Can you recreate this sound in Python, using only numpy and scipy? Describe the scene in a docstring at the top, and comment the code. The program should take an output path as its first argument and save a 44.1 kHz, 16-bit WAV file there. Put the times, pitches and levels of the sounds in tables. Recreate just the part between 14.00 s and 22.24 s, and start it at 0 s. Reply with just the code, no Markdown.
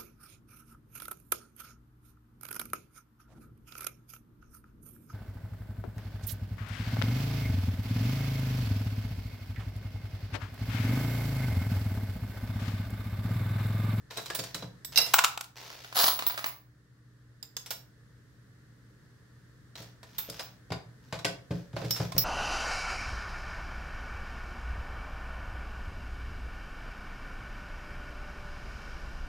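"""Reloading press on a wooden bench

A hand-worked press clicks and slides in a small workshop, over room air and a faint motor hum.
A brass case pings free and tumbles into a plastic bin. A hand rummages for the next case and sets it
in the plate with a bullet on top; the lever is pulled again, clanking and thudding through the bench.
Contacts are short cracks of shaped noise; metal, plastic and wood ring in decaying modes."""
import sys
import numpy as np
from scipy import signal
from scipy.fft import rfft, irfft
from scipy.io import wavfile

SR = 44100
rng = np.random.default_rng(int(sys.argv[2]) if len(sys.argv) > 2 else 0)


def to_wav(sig):
    """Store sig (one row per channel, or 1-D mono) as 16-bit WAV at the path in sys.argv[1].

    Samples outside -1..1 are clipped; the rate is SR.
    """
    pcm = np.clip(np.atleast_2d(sig), -1, 1) * 32767
    pcm = np.round(pcm).astype(np.int16)
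    wavfile.write(sys.argv[1], SR, pcm.T)  # frames by channels


N = 363384
TIME = np.arange(N) / SR

# stereo image of the room and of close sounds: frequency_hz, left_right_correlation
ROOM_IMAGE = [(100, 0.86), (250, 0.95), (500, 0.21), (1000, 0.7), (2000, 0), (16000, 0)]
CLOSE_IMAGE = [(200, 0.82), (1200, 0.84), (3000, 0.85), (8000, 0.45), (16000, 0.13)]
# bass-heavy colour of room air and bench rumble: frequency_hz, level_db
LOW_SPECTRUM = [(15, -51.5), (25, -22.5), (64, -11), (92, -9.5), (105, -9.5), (123, -2), (145, -8),
                (317, -20), (363, -22.5), (439, -19), (754, -35.5), (1790, -22.5), (2350, -38.5),
                (4490, -35.5), (16000, -49)]
# the lever loads the bench: start_s, level_db, tilt_db_per_octave
BENCH_THUDS = [(0.169, -56, 13.5), (.386, -41.5, 6.5), (.548, -43, 3.5), (0.624, -36, -0.5),
               (5.799, -45.5, 1.5), (6.284, -43, 5.5), (6.711, -31, -1.5), (7.126, -36, -2),
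               (7.248, -34.5, 6), (7.507, -27, 1), (7.521, -30, -2), (7.737, -33.5, -4), (7.815, -37.5, 2),
               (7.841, -29.5, 0.5), (7.997, -26.5, -1), (8.149, -29, -5), (8.176, -36.5, 0)]
# single cases knock in the heap as the hand searches: start_s, level_db
HEAP_TAPS = [(1.7014, -29), (1.7265, -35), (1.845, -29), (1.926, -25), (1.954, -20), (1.9667, -13.5),
             (1.9751, -15), (1.999, -9), (2.0407, -5.5), (2.08, -8.5), (2.1904, -12), (2.2227, -19),
             (2.265, -13.5), (2.298, -19.5), (2.306, -21.5), (2.343, -24.5), (2.3764, -16.5),
             (2.3837, -21.5), (2.3912, -20.5), (2.4422, -14), (2.4614, -19.5), (2.4934, -48)]


def amp(db):
    """Decibels to gain."""
    return 10 ** (np.asarray(db) / 20)


def unit(x):
    """Scales to rms 1."""
    return x / np.sqrt(np.mean(x ** 2) + 1e-20)


def curve_at(points, hz):
    """Reads a curve on a log-frequency axis."""
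    point_hz, value = np.transpose(points)
    return np.interp(np.log(hz + 1), np.log(point_hz + 1), value)


def add(mix, start_s, sound):
    """Drops a stereo sound into the mix."""
    part = mix[:, max(round(start_s * SR), 0):][:, :sound.shape[1]]
    part += sound[:, :part.shape[1]]


def panned(db):
    """Channel gains with the left louder by db."""
    return unit(amp([[db / 2], [-db / 2]]))


def colour(x, spectrum):
    """EQ by a curve of frequency_hz, level_db."""
    hz = np.fft.rfftfreq(x.shape[-1], 1 / SR)
    return irfft(rfft(x) * amp(curve_at(spectrum, hz)), x.shape[-1])


def stereo_noise(image, size=N):
    """White noise whose stereo width changes with frequency."""
    left, other = rfft(rng.standard_normal((2, size)))
    alike = np.clip(curve_at(image, np.fft.rfftfreq(size, 1 / SR)), -1, 1)
    return irfft([left, alike * left + np.sqrt(1 - alike ** 2) * other], size)


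def decay(t, t60):
    """A fade that falls 60 dB in t60 seconds."""
    return np.exp(-np.log(1000) * t / t60)


def ring(hz, t60, phase_turns, size=16384):
    """One dying mode."""
    t = np.arange(size) / SR
    return np.sin(2 * np.pi * (hz * t + phase_turns)) * decay(t, t60)


def cluster(hz, spread_hz, t60, count):
    """Close modes that beat against each other, with their own phases on each side."""
    offsets = (np.arange(count) + rng.random(count)) / count * 2 - 1
    return sum(ring(hz + spread_hz * k, t60, rng.random((2, 1))) for k in offsets) / np.sqrt(count)


def struck(modes, spread_hz):
    """All modes of an object, each a beating cluster."""
    return sum(amp(db) * cluster(hz, spread_hz, t60, count=5) for hz, db, t60 in modes)


def gesture(start_s, length_s, db, swell_db_per_s, attack_s, release_t60):
    """Envelope of one movement: a quick attack, a hold that swells or sags, a release."""
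    t = np.maximum(TIME - start_s, 0)
    hold = amp(db + swell_db_per_s * np.minimum(t, length_s))
    return np.minimum(t / attack_s, 1) * hold * decay(np.maximum(t - length_s, 0), release_t60)


def aftermath(hits, t60):
    """Envelope that jumps with each hit and then dies away."""
    power = np.zeros(N)
    for start_s, db, *_ in hits:
        power[round(start_s * SR)] += amp(db) ** 2
    return np.sqrt(signal.lfilter([1], [1, -decay(1 / SR, t60) ** 2], power + 1e-24))


def grains(per_s, spread_db, t60, size=1024):
    """A random train of tiny cracks, a few louder than the rest."""
    hits = amp(spread_db * np.minimum(rng.exponential(1, N), 3)) * (rng.random(N) < per_s / SR)
    power = signal.oaconvolve(hits ** 2, decay(np.arange(size) / SR, t60) ** 2)[:N]
    return unit(np.sqrt(abs(power)) * stereo_noise(CLOSE_IMAGE))


def contact(spectrum, db, tilt, t60, pan_db, lag_ms, snap_db, snap_t60, rise_s, size=8192):
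    """A hard snap on a quickly dying crack of noise, reaching the left ear a little later."""
    t = np.arange(size) / SR
    tilted = [(hz, base + db + tilt * np.log2(np.clip(hz, 500, 12000) / 2500)) for hz, base in spectrum]
    crack = colour(stereo_noise(CLOSE_IMAGE, size), tilted)
    fall = decay(t, t60) + amp(snap_db) * decay(t, snap_t60)
    left, right = crack * panned(pan_db) * (1 - np.exp(-t / rise_s)) * fall
    return np.array([np.interp(t - lag_ms / 1000, t, left), right])


def with_frame(x):
    """Adds the ring of the press frame and its fittings."""
    # resonances: pitch_hz, width_hz, level_db
    modes = [(648.4, 44, -2.5), (1010, 98, -9.5), (1429, 31, -7), (2241, 75, -17), (3710, 120, -12),
             (4580, 37, -7), (7270, 200, -5)]
    return x + sum(amp(db) * signal.lfilter(*signal.iirpeak(hz, hz / width, SR), x)
                   for hz, width, db in modes)


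def room_tone(air_db=6, waver_rad=0.22):
    """Low room air that slowly dips and swells, and a slightly wavering motor hum."""
    # fader ride of the air: time_s, level_db
    air_ride = [(0, -64.5), (1.0, -61.5), (1.4, -70), (2.7, -69.5), (4.0, -65.5), (8.24, -61.5)]
    # tones of a motor somewhere in the room: pitch_hz, level_db
    motor = [(60, -73), (120, -60.5), (303, -75.5)]
    air = unit(colour(stereo_noise(ROOM_IMAGE), LOW_SPECTRUM))
    drift = unit(colour(rng.standard_normal(N), [(0, 0), (2, 0), (12, -80)]))
    hum = sum(amp(db) * np.sqrt(2) * np.sin(2 * np.pi * hz * TIME + waver_rad * drift)
              for hz, db in motor)
    return amp(air_db + np.interp(TIME, *np.transpose(air_ride))) * air + hum


def sliding(slide_db=-2.5):
    """Ram and hand slide over metal with a fine stick and slip."""
    # movements: start_s, length_s, level_db, swell_db_per_s
    strokes = [(0.102, 0.37, -50.5, 4), (0.55, 0.054, -54.5, 0), (0.921, 0.3, -45.5, -7),
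               (1.556, .36, -44, -27), (5.755, 0.052, -44, -100), (6.063, 0.36, -61.5, 36.5),
               (7.027, 0.071, -66, 2), (7.5, 0.074, -57, 19), (7.753, 0.28, -52.5, 24),
               (8.154, 0.064, -45, 20)]
    # colour of the scrape: frequency_hz, level_db
    spectrum = [(180, -43.5), (300, -6.5), (537, -3), (978, -2), (1190, -7.5), (1300, -4.5), (2650, -3.5),
                (5800, -3.5), (8790, -20), (16000, -12.5)]
    effort = sum(gesture(*stroke, attack_s=0.003, release_t60=0.33) for stroke in strokes)
    return amp(slide_db) * effort * unit(colour(grains(per_s=490, spread_db=3, t60=0.01), spectrum))


def steel_clicks(click_db=-4, ring_db=-13, ring_t60=0.09, spread_hz=70, ring_pan_db=-4):
    """Pawl, springs and plate snap, and cases tick on steel as they are ejected and set in place; the touched
    part rings at its own pitch, and the links with it."""
    # light steel contacts: start_s, level_db, tilt_db_per_octave, t60_s, pan_db, pitch_hz
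    hits = [(0.1069, -30.5, -3.5, 0.16, 1, 3940), (0.1671, -32, -4.5, 0.098, -5, 4400),
            (0.1722, -21, 0.5, 0.045, -5, 3860), (0.1819, -23.5, -4.5, 0.1, 4, 4000),
            (0.216, -49, 7.5, 0.11, 1, 9250), (0.2589, -26, 0, 0.059, -3, 3990),
            (0.3009, -19, -4, 0.067, 0, 1710), (0.3496, -19.5, 0, 0.079, -1.5, 9300),
            (.3897, -21, -1.5, .057, -12, 4550), (0.3943, -21.5, -0.5, 0.061, 11, 6940),
            (0.4377, -25, 0, 0.066, 0, 4520), (0.545, -19.5, -1, 0.083, -1, 3940),
            (.6239, -29, -6, 0.094, 3, 4000), (.8476, -23, 1.5, .024, -0.5, 7800),
            (0.922, -34, 0, 0.057, -3, 5170), (0.96, -24.5, -1.5, 0.12, 4, 5250),
            (0.9764, -12, 1.5, 0.058, 1, 5500), (0.9857, -18.5, -4, 0.16, 2, 6000),
            (1.0635, -27.5, 0, 0.17, -1, 5940), (3.4274, -39.5, -0.5, 0.1, 3, 4940),
            (3.5667, -23.5, 0, 0.049, 3, 6519), (3.6606, -30, 0, 0.094, 3, 5600),
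            (3.706, -20, -0.3, 0.1, -1, 5500), (5.7546, -30, -3.5, 0.043, 4.5, 4050),
            (5.82, -38, 0, 0.1, 0, 4500), (6.03, -35, -3.5, 0.095, 0, 1786),
            (6.1826, -24, -0.5, 0.11, -0.5, 3600), (6.2987, -25, 3, 0.03, 1, 5087),
            (6.3943, -23, -2.5, 0.12, 0.5, 5050), (7.1895, -27.5, -4, 0.068, 2, 3950),
            (7.908, -14, 1.5, 0.03, 0.5, 5340), (7.962, -26, -1.5, 0.19, -1, 5360),
            (8.1203, -25, -2.5, 0.064, -3.5, 1005), (8.18, -17.5, 2, 0.048, 1, 4280)]
    # colour of a click: frequency_hz, level_db
    spectrum = [(120, -23.5), (520, -5.5), (1250, -4), (2500, -3.5), (4200, -2.5), (7000, -4.5),
                (11000, -8.5), (16000, -7.5)]
    # ring of the steel links: pitch_hz, level_db, t60_s
    link_modes = [(3520, -22.5, .07), (3910, -23.5, 0.065), (4620, -19.5, 0.03), (5490, -20.5, .07)]
    cracks, rings = np.zeros((2, 2, N))
    for start_s, db, tilt, t60, pan_db, hz in hits:
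        add(cracks, start_s, contact(spectrum, db, tilt, t60, pan_db,
                                     lag_ms=0.02, snap_db=2, snap_t60=0.0077, rise_s=0.0012))
        touched_part = amp(ring_db) * cluster(hz, spread_hz, ring_t60, count=4)
        add(rings, start_s, amp(db) * (touched_part + struck(link_modes, spread_hz)))
    return amp(click_db) * with_frame(cracks) + rings * panned(ring_pan_db)


def bench_thuds(rise_s=0.0044, detune=0.044, pivot_hz=140):
    """The bench takes the load softly, its modes tuned a little differently on every thud."""
    # body of the wooden bench: pitch_hz, level_db, t60_s
    modes = [(70, -14.5, .25), (115.4, -2.5, 0.24), (141.7, 4, 0.12), (174.8, -5.5, 0.34), (246, -14.5, .2),
             (307, -8, 0.15), (423, -10.5, 0.18), (491, -12, 0.14), (549.5, -11, .18), (653, -14.5, 0.13)]
    out = np.zeros((2, N))
    for start_s, force_db, tilt in BENCH_THUDS:
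        body = 0
        for hz, db, t60 in modes:
            detuned_hz = hz * (1 + detune * rng.uniform(-1.1, 1))
            body += amp(db + tilt * np.log2(hz / pivot_hz)) * ring(detuned_hz, t60, rng.random())
        attack = 1 - np.exp(-np.arange(len(body)) / SR / rise_s)
        add(out, start_s, amp(force_db) * body * attack * panned(0))
    return out


def bench_rumble(rumble_db=-21, t60=0.3):
    """The bench and what stands on it keep trembling after each thud."""
    tremble = unit(colour(stereo_noise(ROOM_IMAGE), LOW_SPECTRUM))
    return amp(rumble_db) * aftermath(BENCH_THUDS, t60) * tremble


def case_clinks(pan_db=-3, jangle_db=2, jangle_spread_hz=600, jangle_t60=0.12, pivot_hz=14000):
    """A struck case jangles, then rings with beats, being never quite round."""
    # blows, whose place sets the modes' balance: start_s, level_db, tilt_db_per_octave, mouth_vs_wall_db
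    hits = [(0.3488, -30.5, 11, -8), (0.848, -58.5, 13, 19), (1.1393, -13, 8, -19),
            (1.966, -28, 0.5, -17.5), (2.062, -24, 1, -17), (2.267, -14.5, 9, -24), (2.461, -22.5, 5, -25),
            (3.706, -43, 20, 8), (6.183, -39.5, 25, 11), (6.431, -38, 0.5, -30), (7.9072, -46, -2, 14.5),
            (8.1805, -18.5, 4.5, -2)]
    # ring of a brass case: pitch_hz, spread_hz, t60_s, level_db, share_at_mouth
    modes = [(5405, 200, 0.25, 2, 1), (11440, 170, 0.26, -19, 0.18), (13670, 320, .18, -0.5, 1),
             (16000, 250, .14, 0, 0.08)]
    out = np.zeros((2, N))
    for start_s, force_db, tilt, mouth_db in hits:
        for hz, spread_hz, t60, db, at_mouth in modes:
            gain = amp(force_db + db + tilt * np.log2(hz / pivot_hz) + mouth_db * at_mouth)
            tone = cluster(hz, spread_hz, t60, count=12)
            jangle = amp(jangle_db) * cluster(hz, jangle_spread_hz, jangle_t60, count=8)
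            add(out, start_s, gain * (tone + jangle) * panned(pan_db))
    return out


def eject_pings(pan_db=-6, ring_db=-3, spread_hz=36, jangle_db=2, jangle_spread_hz=170, jangle_t60=0.07):
    """The ejected case touches steel twice: a short rough jangle, then a free ring."""
    # touches: start_s, level_db
    hits = [(0.9589, -26), (0.9747, -15.5)]
    # ring of brass on steel: pitch_hz, level_db, t60_s
    modes = [(2050, -20, 0.51), (2755, -7.5, 0.28), (3350, -21, 0.23), (3840, -9.5, .15), (3980, -3, .24),
             (4040, -10, .2), (4600, -6, .2), (5210, 1, .23), (6030, -6, 0.18), (8253, -16.5, 0.18),
             (9105, -20.5, 0.17), (10700, -19, 0.41), (12950, -10, .25), (14000, -9, 0.23),
             (15147, -13.5, .25)]
    out = np.zeros((2, N))
    for start_s, db in hits:
        jangle = amp(jangle_db) * struck([(*mode[:2], jangle_t60) for mode in modes], jangle_spread_hz)
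        tone = amp(ring_db) * struck(modes, spread_hz)
        add(out, start_s, amp(db) * (tone + jangle) * panned(pan_db))
    return out


def bin_bounces(bounce_db=-4, spread_hz=50):
    """The finished round clacks on the hollow plastic bin, bounces and settles."""
    # landings: start_s, level_db, tilt_db_per_octave, t60_s, pan_db
    hits = [(1.1368, -3, 1.5, 0.042, -1.5), (1.1405, 2, 0.5, 0.031, 1), (1.1475, -15, 1, 0.16, 4),
            (1.1839, -6.5, -0.5, 0.078, 6), (1.1891, -0.5, -.5, 0.042, -4.5), (1.2385, -5, -0.5, 0.061, 4),
            (1.2444, 2, 0.14, 0.025, -0.5), (1.2511, -11, 1, .05, -4.5), (1.2793, -27, 4, .07, 3),
            (1.3752, -11, 0, 0.019, 1.5), (1.4094, -18, 4, 0.029, 1), (1.442, -31.5, 3.5, 0.039, 5)]
    # colour of a clack: frequency_hz, level_db
    spectrum = [(120, -48), (300, -28), (520, -19.5), (800, -7), (1250, 1.5), (1800, -9), (2600, -4),
                (4200, -8.5), (8000, -13), (11000, -16.5), (16000, -15.5)]
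    # ring of the bin: pitch_hz, level_db, t60_s
    modes = [(791, -25, .04), (1403, -22, 0.045), (7500, -28.5, 0.046)]
    cracks, rings = np.zeros((2, 2, N))
    for start_s, db, tilt, t60, pan_db in hits:
        add(cracks, start_s, contact(spectrum, db, tilt, t60, pan_db,
                                     lag_ms=0.013, snap_db=2.5, snap_t60=0.011, rise_s=0.00088))
        add(rings, start_s, amp(db) * struck(modes, spread_hz))
    return amp(bounce_db) * with_frame(cracks) + rings


def heap_taps(tap_db=-4):
    """Single cases knock against the heap and its bin."""
    # colour of a tap: frequency_hz, level_db
    spectrum = [(120, -23.5), (520, -6.5), (1250, -0.5), (4200, -6.5), (11000, -20.5), (16000, -16.5)]
    out = np.zeros((2, N))
    for start_s, db in HEAP_TAPS:
        add(out, start_s, contact(spectrum, db, tilt=0, t60=0.047, pan_db=-0.5,
                                  lag_ms=0.2, snap_db=0, snap_t60=0.01, rise_s=0.00035))
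    return amp(tap_db) * with_frame(out)


def rummage(clatter_db=-2, ring_db=-15, hits_per_s=140, ring_t60=0.18, unsettle_db=-25, cases=8):
    """Stirred by the hand and by each tap, loose cases clatter and ring at their own high pitches."""
    # ring of the loose cases: pitch_hz, spread_hz, level_db
    modes = [(10950, 40, -14.5), (11230, 360, -4.5), (11740, 57, -6.5), (15700, 260, 0.5)]
    # colour of cases knocking on plastic: frequency_hz, level_db
    spectrum = [(150, -53.5), (280, -24.5), (480, -5.5), (586, -3), (788, 1.5), (875, -10.5), (955, 3),
                (1260, 0.5), (2240, -12.5), (4340, 2.5), (10000, -17.5), (11100, -1), (12500, -9.5),
                (14200, -16), (15200, 2), (16000, -3.5)]
    dig = gesture(start_s=1.943, length_s=0.137, db=-25, swell_db_per_s=13,
                  attack_s=0.022, release_t60=0.12)
    stir = dig + amp(unsettle_db) * aftermath(HEAP_TAPS, t60=0.22)
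    rings = np.zeros((2, N))
    for hz, spread_hz, db in modes * cases:
        hits = rng.standard_normal((2, N)) * (rng.random(N) < hits_per_s / SR) * stir
        tone = ring(hz + spread_hz * rng.uniform(-0.66, 1), ring_t60, 0)
        rings += amp(db) * signal.oaconvolve(hits, tone[None], axes=1)[:, :N]
    clatter = unit(colour(grains(per_s=600, spread_db=2, t60=0.016), spectrum)) * stir
    return amp(clatter_db) * clatter + amp(ring_db) * rings


def seating_tinks(pan_db=-5, spread_hz=160):
    """Case and bullet tink lightly as they are set in place."""
    # touches: start_s, level_db
    hits = [(3.4277, -33), (3.5673, -31), (3.7065, -46)]
    # ring of the small brass parts: pitch_hz, level_db, t60_s
    modes = [(3591, -9.5, 0.04), (5040, 4, 0.023), (7316, -2.5, 0.031), (14500, -6, .06)]
    out = np.zeros((2, N))
    for start_s, db in hits:
        add(out, start_s, amp(db) * struck(modes, spread_hz) * panned(pan_db))
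    return out


def lever_knocks(knock_db=-4, spread_hz=30):
    """The lever takes up its play and meets its stops, ringing with each heavy, dull blow."""
    # blows: start_s, level_db, tilt_db_per_octave, t60_s, pan_db
    hits = [(6.704, -22.5, -1, 0.066, 4), (6.7204, -12, -0.5, 0.083, 0), (7.1254, -15.5, 0.7, 0.16, 0),
            (7.2464, -7.5, 2, .097, 5), (7.2509, -4, 2.5, 0.056, -2.5), (7.5094, -22.5, -1, 0.11, 3),
            (7.73, -34.5, 0, 0.17, 0), (7.765, -16, -2, 0.11, 0), (7.8157, -23, -2.5, 0.15, -6),
            (7.847, -22.5, 3, 0.092, -1), (8.001, -18, -3.5, 0.1, 4.5), (8.1644, -24.5, -4.5, 0.075, 5)]
    # colour of a knock: frequency_hz, level_db
    spectrum = [(120, -21), (520, 1.5), (1250, -8.5), (4200, -12), (11000, -29.5), (16000, -33)]
    # ring of the lever: pitch_hz, level_db, t60_s
    modes = [(1530, -27.5, 0.11), (2148, -28, 0.078), (4900, -27.5, 0.056)]
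    cracks, rings = np.zeros((2, 2, N))
    for start_s, db, tilt, t60, pan_db in hits:
        add(cracks, start_s, contact(spectrum, db, tilt, t60, pan_db,
                                     lag_ms=0.011, snap_db=-1.5, snap_t60=0.008, rise_s=0.00062))
        add(rings, start_s, amp(db) * struck(modes, spread_hz))
    return amp(knock_db) * with_frame(cracks) + rings


def workshop_reverb(x, build_s=0.012, size=26000):
    """Dense reflections from bench and walls, each band dying at its own speed."""
    # decay of the room: frequency_hz, t60_s
    decay_times = [(100, 0.26), (300, .42), (1000, .35), (3000, 0.29), (6000, 0.29), (11000, 0.22),
                   (16000, 0.31)]
    hz, t, bands = signal.stft(stereo_noise(ROOM_IMAGE, size), SR, nperseg=256)
    tail = signal.istft(bands * decay(t, curve_at(decay_times, hz)[:, None]), SR, nperseg=256)[1]
    tail *= 1 - np.exp(-(np.arange(tail.shape[1]) / SR / build_s) ** 2)
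    return signal.fftconvolve(x, tail / np.linalg.norm(tail[0]), axes=1)[:, :N]


def scene():
    """The close sounds with their reverb, over bench rumble and room tone."""
    # sound, reverb_send_db
    stems = [(steel_clicks(), -7), (lever_knocks(), -5.5), (bin_bounces(), -9.5), (heap_taps(), -7),
             (case_clinks() + eject_pings() + seating_tinks(), -9.5),
             (bench_thuds(), -6.5), (rummage(), -3.5), (sliding(), -2)]
    direct = sum(sound for sound, _ in stems)
    send = sum(sound * amp(send_db) for sound, send_db in stems)
    return direct + workshop_reverb(send) + bench_rumble() + room_tone()


def record(dry):
    """Limits peaks to full scale and cuts the very top of the treble."""
    lowpass = signal.firwin(401, cutoff=15850, window=("kaiser", 7), fs=SR)
    return signal.oaconvolve(np.clip(dry, -1, 1), lowpass[None], "same")


dry = scene()
out = record(dry)
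to_wav(out)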